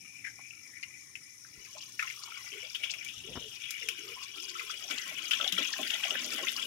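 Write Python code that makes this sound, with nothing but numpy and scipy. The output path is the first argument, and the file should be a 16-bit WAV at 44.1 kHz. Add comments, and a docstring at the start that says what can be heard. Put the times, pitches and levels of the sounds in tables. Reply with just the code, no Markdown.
"""Water patters and tinkles from the left: it runs off a shallow growing tray through a drain pipe into a plastic tank.
Decaying, rising sines model trapped bubbles; noise bursts model impacts; wall echoes and resonances model the tank.
The stream grows louder and more hollow, unevenly, as the microphone is carried round to the tank.
Filtered noise gives the air of a small farm, and a wavering sine a faint pump that fades in the second half.
Soft low bumps of decaying noise occur, the strongest near halfway."""
import sys
import numpy as np
from scipy import signal
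from scipy.fft import rfft, irfft
from scipy.io import wavfile
from scipy.ndimage import uniform_filter1d, map_coordinates

SR = 44100
rng = np.random.default_rng(int(sys.argv[2]) if len(sys.argv) > 2 else 0)


def store_pcm(level_fs):
    """Save levels as 16-bit WAV."""
    pcm = np.round(np.clip(level_fs, -1, 1) * 32767).astype(np.int16)
    wavfile.write(sys.argv[1], SR, np.atleast_2d(pcm).T)


N = 293706
TIME = np.arange(N) / SR

# Walk round the tray. Columns: time_s, nearness (0 across the tray, 1 beside the tank)
WALK_PATH = [(1.4, 0), (1.9, 0.37), (2.3, 0.45), (2.8, 0.38), (3.3, 0.22), (4.1, 0.43), (4.9, 0.73),
             (5.6, 0.93), (6.66, 1)]
# The tank lies to the left, then almost ahead. Columns: time_s, right_delay_ms
TANK_BEARING = [(0, 0.089), (4.6, 0.24), (5.8, 0.018)]
# Relative colour of the water across the tray. Columns: frequency_hz, left_db, right_db
FAR_COLOUR = [(590, -22.5, -34), (1420, -7, -21), (1850, 0, -15), (1920, -1.5, -13), (3000, -1.5, -18),
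              (3700, -11, -9), (4320, -14, -27), (4650, -15.5, -25), (5300, 1, -17), (6830, -4, -20),
              (8260, -20, -17), (8920, -19, -11.5), (9480, -13, -3.5), (11460, -25, -26),
              (11600, -45, -11.5), (14800, -46, -23.5)]
# Relative colour of the water beside the tank. Columns: frequency_hz, left_db, right_db
NEAR_COLOUR = [(576, -25, -13.5), (860, -17, -18.5), (1140, -69, -17), (1400, -5.5, 3.5),
               (2310, -6.5, -16.5), (2710, -1, -16.5), (3310, 2.5, -20), (4150, -6, -16), (4970, -5.5, -10),
               (7070, -8, -19), (8360, -20, -20.5), (10100, -15, -15), (12100, -19.5, -15),
               (15500, -25, -17.5)]
# Air resonances of the tank. Columns: frequency_hz, width_hz, gain_db
TANK_RESONANCES = [(187, 21, 10), (239, 23, 6.5), (293, 27, 7.5), (373, 15, 0), (596, 54, 4), (1051, 20, 2),
                   (1334, 66, 4.5)]
# Relative spectrum of outdoor air. 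Columns: frequency_hz, density_db
AIR_SPECTRUM = [(25, -38), (48, -14), (112, -4), (205, -10.5), (297, -8), (376, -13), (485, -22),
                (1030, -24), (1400, -62), (1820, -11), (3080, -120)]
# Small bubbles under the stream, before TINKLE_GAIN_DB. Columns: time_s, level_db, centre_pitch_hz
TINKLE_CURVE = [(0.0, -55.5, 2234), (0.91, -56.5, 2246), (1.41, -66, 2124), (1.56, -59.5, 2510),
                (1.91, -59.5, 2930), (2.2, -52, 2530), (3.02, -47.5, 3020), (3.3, -50.5, 3146),
                (3.76, -46, 2576), (4.13, -50, 2940), (5.62, -40.5, 3134), (6.34, -42, 2684),
                (6.66, -43.5, 3178)]
# Churns: the stream plunges deep and boils up. Columns: start_s, level_db, middle_pitch_hz, length_s
CHURN_EVENTS = [(0.0, -71, 272.6, 0.35), (2.8, -68.5, 730, 0.21), (4.9, -53, 385, 0.055),
                (5.032, -67.5, 278, 0.2), (5.398, -48.5, 830, 0.054), (5.529, -51, 247, 0.047),
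                (5.583, -45.5, 375, 0.035), (5.791, -46.5, 380, 0.023), (6.098, -49, 734, 0.058),
                (6.2, -53.5, 480, 0.18), (6.384, -48, 623, 0.056)]
# Big splashes. Columns: start_s, level_db, bubble_pitch_hz, length_s
SPLASH_EVENTS = [(0.243, -43, 1970, 0.016), (0.26, -42, 1980, 0.018), (0.505, -53, 2700, 0.016),
                 (0.828, -41, 2424, 0.0094), (1.153, -44, 2567, 0.008), (1.65, -56, 2056, 0.019),
                 (1.991, -35, 2230, 0.017), (2.025, -38.5, 2180, 0.0085), (2.07, -42, 2200, 0.013),
                 (2.099, -42.5, 2190, 0.0097), (2.516, -47, 2630, 0.033), (2.747, -36.5, 2900, 0.014),
                 (2.834, -34.5, 2800, 0.014), (2.896, -40, 2920, 0.011), (2.937, -41, 2600, 0.0097),
                 (3.087, -45, 3040, 0.01), (3.635, -45.5, 3130, 0.02), (3.818, -44, 2386, 0.03),
                 (3.886, -33.5, 2450, 0.0039), (4.594, -39.5, 2390, 0.0088), (4.908, -41.5, 3130, 0.0079),
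                 (4.979, -40.5, 2990, 0.0094), (5.184, -41, 3080, 0.011), (5.309, -29.5, 2910, 0.01),
                 (5.333, -31, 3000, 0.0081), (5.409, -33, 2930, 0.0068), (5.442, -35.5, 3330, 0.007),
                 (5.477, -32.5, 3290, 0.0084), (5.523, -34.5, 3300, 0.009), (5.581, -31, 3240, 0.0067),
                 (5.648, -38.5, 2820, 0.0095), (5.828, -37.5, 2860, 0.0066), (5.876, -42, 3100, 0.0081),
                 (5.903, -34, 3117, 0.0046), (5.935, -35.5, 3050, 0.013), (6.035, -35, 2600, 0.017),
                 (6.104, -34, 2980, 0.013), (6.469, -34.5, 2580, 0.0099), (6.481, -33.5, 3100, 0.013),
                 (6.625, -38, 3300, 0.011)]
# Glugs of large trapped air pockets. Columns: start_s, level_db, pitch_hz
GLUG_EVENTS = [(0.39, -59, 920), (1.447, -55.5, 1610), (1.75, -55, 598), (1.765, -54.5, 987),
               (1.993, -35.5, 1700), (2.024, -37, 1307), (2.045, -50, 1098), (4.552, -43, 1264),
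               (4.61, -47.5, 1230), (4.697, -43.5, 1396), (4.907, -43, 1370), (5.333, -41.5, 1660),
               (5.399, -38, 1313), (5.461, -47.5, 774), (5.578, -39.5, 1240), (5.736, -38, 1680),
               (5.79, -43.5, 649), (6.05, -46.5, 695), (6.153, -36.5, 1690)]
# Showers of fine droplets. Columns: peak_s, gain_over_spray_db
FLURRY_EVENTS = [(0.833, 7), (1.786, 9), (1.821, 5.5), (2.236, 6.5), (2.914, 13), (3.562, 5), (4.24, 4),
                 (4.502, 7.5), (4.91, 7), (4.983, 5.5), (5.733, 7), (6.247, 6.5)]
# Gulps: bubble runs of sliding pitch. Columns: start_s, level_db, first_pitch_hz, last_pitch_hz, length_s
GULP_EVENTS = [(1.541, -70, 384, 420, 0.078), (1.781, -52.5, 2610, 3200, 0.061),
               (2.173, -57.5, 1300, 1060, 0.12), (2.302, -55.5, 1370, 1200, 0.11),
               (2.515, -55.5, 404, 418, 0.056), (2.618, -59, 506, 610, 0.042),
               (3.239, -54.5, 413, 500, 0.085), (3.405, -56.5, 538, 450, 0.074),
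               (3.81, -59, 481, 392, 0.13), (3.944, -61.5, 1600, 1250, 0.16),
               (3.981, -56.5, 376, 464, 0.15), (4.154, -54, 1027, 1250, 0.1),
               (4.351, -61.5, 347, 419, 0.29), (4.812, -62, 605, 810, 0.13)]
# Soft low bumps. Columns: start_s, level_db, decay_s, upper_edge_hz
BUMP_EVENTS = [(1.572, -64.5, 0.038, 104), (3.154, -66, 0.3, 125), (3.285, -54.5, 0.11, 259),
               (3.355, -47, 0.02, 860), (3.373, -40.5, 0.004, 460)]
# Drops that snap on hard plastic. Columns: start_s, level_db
SNAP_EVENTS = [(3.047, -47), (3.707, -38.5), (3.887, -39.5), (5.523, -38)]

TANK_T60_S = 0.11
TANK_NULL_HZ, TANK_NULL_WIDTH_HZ = 948, 220   # here the air in the tank cancels itself
CUTOFF_HZ = 15800
COLOUR_POWER, MOUTH_POWER = 0.67, 1.74   # the colour turns early in the walk, the depths open late
RIGHT_GAIN_DB = -1.5
AIR_DB, PUMP_DB, PUMP_HZ = -71, -75.5, 120
TINKLE_GAIN_DB = 0.5
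# far and near levels of the other voices of the stream
SPRAY_FAR_DB, SPRAY_NEAR_DB = -56.5, -45
PLOP_FAR_DB, PLOP_NEAR_DB = -76.5, -52
GURGLE_FAR_DB, GURGLE_NEAR_DB = -100, -59.5
GURGLE_RIM_HZ, GURGLE_DEEP_HZ = 439, 336   # heard past the rim, and looking down into the tank
GURGLE_WANDER_OCT = 0.12   # the air pockets under the stream grow and shrink
CHURN_BUBBLES_PER_S, GULP_BUBBLES_PER_S = 600, 130
CRACK_FAR_DB, CRACK_NEAR_DB = -2.5, 0.5   # the crack is weaker against the bubble ring from afar
SPLASH_SWELL_SHARE = 0.078   # swell time constant as a share of the splash length
# rates at full nearness; the OVER levels are relative to the tinkle, the plops and the spray
SMALL_SPLASHES_PER_S, SMALL_SPLASH_OVER_DB, SMALL_SPLASH_S = 7, -2.5, 0.013
SMALL_GLUGS_PER_S, SMALL_GLUG_OVER_DB, SMALL_GLUG_LOW_HZ, SMALL_GLUG_HIGH_HZ = 7, -1.5, 692, 1980
FAINT_SNAPS_PER_S, FAINT_SNAP_OVER_DB = 6, -0.5
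GLUG_CYCLES = 11   # a pocket breaks up over this many of its own cycles, so deep glugs last longer
FLURRY_S = 0.01   # from the peak of a shower to 1/e
FLURRY_LOW_HZ, FLURRY_HIGH_HZ = 4120, 7060


def from_db(db):
    """Decibel law: convert level to amplitude ratio."""
    return 10 ** (np.asarray(db) / 20)


def between(start, end, share):
    """Linear interpolation: go part of the way from one value to another."""
    return start + (end - start) * share


def unit(x):
    """Normalization: scale so that the centre of a stereo pair has rms 1."""
    return x / np.sqrt(np.mean(np.atleast_2d(x).mean(0) ** 2) + 1e-20)


def evened(x):
    """Level compensation: hold the slow rms at 1, leaving the grain."""
    return x / np.sqrt(uniform_filter1d(x.mean(0) ** 2, SR // 3) + 1e-12)


def at_level(sound, db, length):
    """Energy average: set the centre rms over the given length and a short ring."""
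    head = sound[:, :int((length + .01) * SR)].mean(0)
    return sound * from_db(db) / np.sqrt(np.mean(head ** 2))


def in_time(rows):
    """Linear interpolation: sample each column of a curve over time."""
    s, *columns = np.transpose(rows)
    return [np.interp(TIME, s, c) for c in columns]


def drift(rate):
    """Random modulation: join normal deviates, rate per second, into a curve of rms 1."""
    knots = rng.standard_normal(1024)
    return unit(np.interp(TIME * rate, np.arange(len(knots)), knots))


def chance(per_s):
    """Independent random events: sample numbers drawn at a changing rate."""
    return np.flatnonzero(rng.random(N) < per_s / SR)


def add(out, s, sound):
    """Superposition: mix a sound in at time s."""
    at = min(max(int(s * SR), 0), N - 1)
    out[..., at:at + sound.shape[-1]] += sound[..., :N - at]


def band(x, low_hz, high_hz, order=2):
    """Band limitation by a Butterworth filter."""
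    edges = [low_hz, min(high_hz, SR / 2 - 1)]
    return signal.sosfilt(signal.butter(order, edges, "band", fs=SR, output="sos"), x)


def colour(x, spectrum, size=2048):
    """Minimum-phase filtering: a folded cepstrum gives one causal response for each dB column."""
    hz, *sides = np.transpose(spectrum)
    grid = np.log(np.maximum(np.fft.rfftfreq(size, 1 / SR), 1))
    gains = from_db([np.interp(grid, np.log(hz), db) for db in sides])
    cepstrum = irfft(np.log(gains))
    cepstrum[:, 1:] *= 2
    response = irfft(np.exp(rfft(cepstrum[:, :size // 2], size)))
    return signal.fftconvolve(x, response, axes=1)[:, :x.shape[-1]]


def heard(x, nearness, low_hz, high_hz):
    """Position-dependent timbre: one register of the water crossfades from far to near colour."""
    x = band(x, low_hz, high_hz, order=4)
    return unit(colour(x, FAR_COLOUR)) * (1 - nearness) + unit(colour(x, NEAR_COLOUR)) * nearness


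def tank(x, wet_db, t60=TANK_T60_S):
    """Reverberation: direct sound, then quick decaying wall reflections, different on each side."""
    t = TIME[:SR // 6]
    walls = rng.standard_normal((2, len(t))) * from_db(-60 * t / t60) * (t > .0012)
    response = from_db(wet_db) * walls / np.linalg.norm(walls, axis=1, keepdims=True)
    response[:, 0] += 1   # direct sound
    return signal.fftconvolve(x, response, axes=1)[:, :x.shape[-1]]


def hollow(x):
    """Cavity resonance: the air in the tank rings at its own pitches, with a hole between them."""
    rings = sum(from_db(db) * signal.lfilter(*signal.iirpeak(hz, hz / width, fs=SR), x)
                for hz, width, db in TANK_RESONANCES)
    notch = signal.iirnotch(TANK_NULL_HZ, TANK_NULL_HZ / TANK_NULL_WIDTH_HZ, fs=SR)
    return signal.lfilter(*notch, x + rings)


def bubble(hz, cycles, rise, side, swell_cycles=0.25):
    """Damped oscillation: an air bubble swells and rings with rising pitch; its place sets the stereo phase."""
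    turns = np.arange(int(cycles * SR / hz) + 2) * hz / SR
    age = turns / cycles
    lead = np.array([[0], [side * min(hz / 750, np.pi)]])
    envelope = from_db(-50 * age) * (1 - np.exp(-turns / swell_cycles))
    return np.sin(2 * np.pi * turns * (1 + rise * age / 2) + lead) * envelope


def bubbling(per_s, pitch_hz, octaves, cycles, spread_db, rise):
    """Random superposition: bubbles of scattered pitch, size and place are born by chance."""
    out, pitch, width = np.zeros((2, N)), np.broadcast_to(pitch_hz, N), np.broadcast_to(octaves, N)
    born = chance(per_s)
    for at, (place, bulk, side, sign) in zip(born, rng.uniform(-1.012, 1, (len(born), 4))):
        hz = min(pitch[at] * 2 ** (width[at] * place / 2), CUTOFF_HZ)
        gain = np.sign(sign) * from_db(spread_db * bulk ** 2)
        add(out, at / SR, gain * bubble(hz, cycles, rise, side))
    return out


def burst(hz, length, octaves, cycles, rise, later_db, count, swell_cycles):
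    """Air entrainment: a lump of water traps one leading bubble and others after it."""
    out = np.zeros((2, N))
    for k, (when, place, side, sign) in enumerate(rng.uniform(-1, 1, (count, 4))):
        delay = abs(when) * (k > 0)   # share of the burst length
        pitch = hz * 2 ** (octaves * place * (k > 0))
        gain = np.sign(sign) * from_db(later_db * delay)
        add(out, delay * length, gain * bubble(pitch, cycles, rise, side, swell_cycles))
    return out[:, :SR // 4]


def tinkling(tone, lumps):
    """Small-bubble resonance: high rings whose pitch wanders as the stream sways."""
    level_db, pitch_hz = in_time(TINKLE_CURVE)
    wander = 2 ** (0.1203 * drift(7))
    bubbles = bubbling(per_s=480, pitch_hz=pitch_hz * wander, octaves=0.35 + 0.792 * tone,
                       cycles=47, spread_db=11.0, rise=0.05)
    bubbles *= from_db(2.0 * lumps + 2.4 * drift(17))
    sound = heard(tank(bubbles, wet_db=4.0), tone, 1180, 3600)
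    return evened(sound) * from_db(level_db + TINKLE_GAIN_DB)


def spray(tone, lumps):
    """Impact superposition: droplets tick with brief rings; from afar they merge into a hiss."""
    drops = bubbling(per_s=800, pitch_hz=8300, octaves=1.664, cycles=28.0, spread_db=23.5, rise=0.031)
    hiss = unit(rng.standard_normal((2, N))) * from_db(8.0 - 7.8 * tone)
    flicker_db = between(3.0, 1.53, tone) * lumps + 0.62 * drift(14)
    return tank((unit(drops) + hiss) * from_db(flicker_db), wet_db=-0.5, t60=0.031)


def plopping(lumps):
    """Bubble and cavity resonance: middle-sized bubbles ring in the hollow tank."""
    plops = bubbling(per_s=200, pitch_hz=1262, octaves=1.354, cycles=57, spread_db=17, rise=0.022)
    return band(hollow(tank(plops * from_db(2.0 * lumps), wet_db=-3.0)), 964, 2560, order=2)


def gurgling(nearness):
    """Large-bubble resonance: low rings surge unevenly as the stream gulps air into the tank."""
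    mouth = nearness ** MOUTH_POWER   # the depths open late
    wander = 2 ** (GURGLE_WANDER_OCT * drift(7.8))
    pitch_hz = between(GURGLE_RIM_HZ, GURGLE_DEEP_HZ, mouth) * wander
    gurgle = bubbling(per_s=260, pitch_hz=pitch_hz, octaves=0.067 + 1.26 * mouth,
                      cycles=14.7, spread_db=12.5, rise=0.24)
    upper = bubbling(per_s=170, pitch_hz=640, octaves=0.88, cycles=30.0, spread_db=10.0, rise=0.21)
    gurgle += from_db(1.0) * nearness * upper
    gurgle *= from_db(2 * drift(16))   # uneven surges
    return band(hollow(tank(gurgle, wet_db=-2.5)), 160, 1200, order=3) * from_db([[1], [-1]])


def stream(nearness, tone):
    """Superposition by register: spray on top, bubbles in the middle, a hollow gurgle below."""
    lumps = drift(55) * tone   # the stream breaks into lumps, plainer from close by
    tinkle = tinkling(tone, lumps)
    mist = heard(spray(tone, lumps), tone, 4200, 23000)
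    layers = [(mist, between(SPRAY_FAR_DB, SPRAY_NEAR_DB, nearness)),
              (plopping(lumps), between(PLOP_FAR_DB, PLOP_NEAR_DB, nearness)),
              (gurgling(nearness), between(GURGLE_FAR_DB, GURGLE_NEAR_DB, tone))]
    return tinkle + sum(evened(sound) * from_db(db) for sound, db in layers)


def churns():
    """Collective excitation: a crowd of overlapping bubbles sets the whole tank ringing."""
    out = np.zeros((2, N))
    for s, db, hz, length in CHURN_EVENTS:
        crowd = burst(hz, length, octaves=0.86, cycles=9.8, rise=0.14, later_db=-0.5,
                      count=int(length * CHURN_BUBBLES_PER_S), swell_cycles=0.73)
        add(out, s, at_level(hollow(crowd), db, length))
    return out


def farm():
    """Broadband and tonal ambience: soft outdoor rumble and a wavering pump hum that fades."""
    noise = rng.standard_normal(N) + from_db(-5.5) * rng.standard_normal((2, N))   # common and side parts
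    air = unit(colour(noise, AIR_SPECTRUM, size=8192)) * from_db(1.8 * drift(8.5))
    hum = np.sqrt(2) * np.sin(2 * np.pi * PUMP_HZ * TIME + 1.2 * drift(4.12)) * from_db(2.6 * drift(4.3))
    hum_db = np.interp(TIME, [3.7, 4.6], [PUMP_DB, PUMP_DB - 14])
    return from_db(AIR_DB) * air + from_db(hum_db) * hum


def splashes(rows, nearness):
    """Impact and resonance: a crack of surface spray joins a cluster of small bubbles."""
    out = np.zeros((2, N))
    for s, db, hz, length in rows:
        rings = unit(burst(hz, length, octaves=0.32, cycles=43, rise=0.07, later_db=-10,
                           count=8, swell_cycles=0.93))
        t = TIME[:rings.shape[1]]
        near = np.interp(s, TIME, nearness)
        crack = unit(rng.standard_normal(rings.shape) * np.exp(-t / (1.46 * length)))
        edge_hz = min(12000 * (0.045 / length) ** 0.33, 18000)   # brief impacts are the brightest
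        crack = band(crack, 880, max(edge_hz, 3500), order=1)
        crack *= from_db(between(CRACK_FAR_DB, CRACK_NEAR_DB, near ** 2))
        crack *= np.sqrt(0.0062 / length)   # brief impacts crack harder
        swell = 1 - np.exp(-t / (SPLASH_SWELL_SHARE * length))
        sound = tank((rings + crack) * swell, wet_db=-6.5, t60=0.15)
        sound = colour(sound, FAR_COLOUR) * (1 - near) + colour(sound, NEAR_COLOUR) * near
        add(out, s, at_level(sound, db, length))
    return out


def small_splashes(nearness):
    """Random impacts: splash rows near the tinkle's pitch, more frequent as the tank comes closer."""
    db, hz = in_time(TINKLE_CURVE)
    born = chance(SMALL_SPLASHES_PER_S * nearness ** 2)
    return [(at / SR, db[at] + SMALL_SPLASH_OVER_DB + 2.4 * bulk, hz[at] * 2 ** (.2 * pitch),
             SMALL_SPLASH_S * 2 ** span)
            for at, (bulk, pitch, span) in zip(born, rng.uniform(-0.71, 1, (len(born), 3)))]


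def glugs(rows):
    """Large-bubble resonance: air pockets swell and ring with a rising note, and the tank holds it."""
    out = np.zeros((2, N))
    for s, db, hz in rows:
        length = GLUG_CYCLES / hz
        rings = burst(hz, length, octaves=0.22, cycles=17.4, rise=0.13, later_db=-8.5,
                      count=4, swell_cycles=0.55)
        sound = band(hollow(tank(rings, wet_db=-4.0)), hz * 0.84, hz * 2.0)
        add(out, s, at_level(sound, db, length))
    return out * from_db([[.8], [-.8]])


def small_glugs(nearness):
    """Random air entrainment: glug rows at scattered pitches, more frequent near the tank."""
    db = between(PLOP_FAR_DB, PLOP_NEAR_DB, nearness) + SMALL_GLUG_OVER_DB
    born = chance(SMALL_GLUGS_PER_S * nearness)
    return [(at / SR, db[at], SMALL_GLUG_LOW_HZ * (SMALL_GLUG_HIGH_HZ / SMALL_GLUG_LOW_HZ) ** place)
            for at, place in zip(born, rng.random(len(born)))]


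def flurries(nearness):
    """Gated random superposition: the stream throws up brief showers of ringing droplets."""
    drops = bubbling(per_s=1900, pitch_hz=5420, octaves=0.97, cycles=8, spread_db=22, rise=0.061)
    drops = band(tank(drops, wet_db=-8), FLURRY_LOW_HZ, FLURRY_HIGH_HZ)
    drops = unit(drops * from_db([[4], [-4]]))
    showers = sum(from_db(db) * np.exp(-((TIME - s) / FLURRY_S) ** 2) for s, db in FLURRY_EVENTS)
    return drops * showers * from_db(between(SPRAY_FAR_DB, SPRAY_NEAR_DB, nearness))


def gulps():
    """Size-dependent resonance: air drawn under makes a string of bubbles that shrink or grow."""
    out = np.zeros((2, N))
    for s, db, first_hz, last_hz, length in GULP_EVENTS:
        run, count = np.zeros((2, SR // 2)), max(int(length * GULP_BUBBLES_PER_S), 2)
        for k, (late, place, side, bulk) in enumerate(rng.uniform(-1.1, 1, (count, 4))):
            along = (k + abs(late)) / count
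            hz = between(first_hz, last_hz, along) * 2 ** (0.19 * place)
            ring = bubble(hz, cycles=33.4, rise=0.046, side=side, swell_cycles=1.15)
            add(run, along * length, from_db(6 * bulk) * ring)
        add(out, s, at_level(tank(run, wet_db=-8.5), db, length))
    return out


def bumps():
    """Damped low-frequency impulse: band-limited noise decays as a dull thud."""
    out, t = np.zeros((2, N)), TIME[:SR // 3]
    for s, db, length, edge_hz in BUMP_EVENTS:
        push = rng.standard_normal(len(t)) * np.exp(-t / length)
        thud = band(band(push, 53, edge_hz, order=1), 35, 3 * edge_hz)
        add(out, s, at_level(thud * from_db([[3], [-4]]), db, length))
    return out


def snaps(rows):
    """Hard impact: a drop on plastic gives one bright noise tick with a brief reverberant ring."""
    out, t = np.zeros((2, N)), TIME[:SR // 10]
    for s, db in rows:
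        tick = rng.standard_normal((2, len(t))) * np.exp(-t / 0.0047)
        tick = band(tick, 7200, 15600, order=1)
        sound = colour(tank(tick, wet_db=-7.0, t60=0.19), NEAR_COLOUR)
        add(out, s, at_level(sound, db, length=0.0014))
    return out


def faint_snaps(nearness):
    """Random hard impacts: snap rows for stray drops on the tank wall, more frequent close by."""
    db = between(SPRAY_FAR_DB, SPRAY_NEAR_DB, nearness) + FAINT_SNAP_OVER_DB
    return [(at / SR, db[at]) for at in chance(FAINT_SNAPS_PER_S * nearness ** 2)]


def scene():
    """Interaural time difference: the walk turns the water in the stereo image over the quiet farm."""
    nearness = np.clip(in_time(WALK_PATH)[0], 0, 1)
    tone = nearness ** COLOUR_POWER   # share of the near colour
    water = stream(nearness, tone) + churns()
    water += splashes(list(SPLASH_EVENTS) + small_splashes(nearness), tone)
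    water += glugs(list(GLUG_EVENTS) + small_glugs(nearness))
    water += flurries(nearness) + gulps()
    water += snaps(list(SNAP_EVENTS) + faint_snaps(nearness))
    left, right = water
    delay_ms, = in_time(TANK_BEARING)
    right = map_coordinates(right, [np.arange(N) - delay_ms * SR / 1000], order=3)
    return np.array([left, right * from_db(RIGHT_GAIN_DB)]) + bumps() + farm()


def record(dry):
    """Band limitation: a steep elliptic low-pass cuts the top."""
    return signal.sosfilt(signal.ellip(10, .1, 80, CUTOFF_HZ, fs=SR, output="sos"), dry)


dry = scene()
out = record(dry)
store_pcm(out)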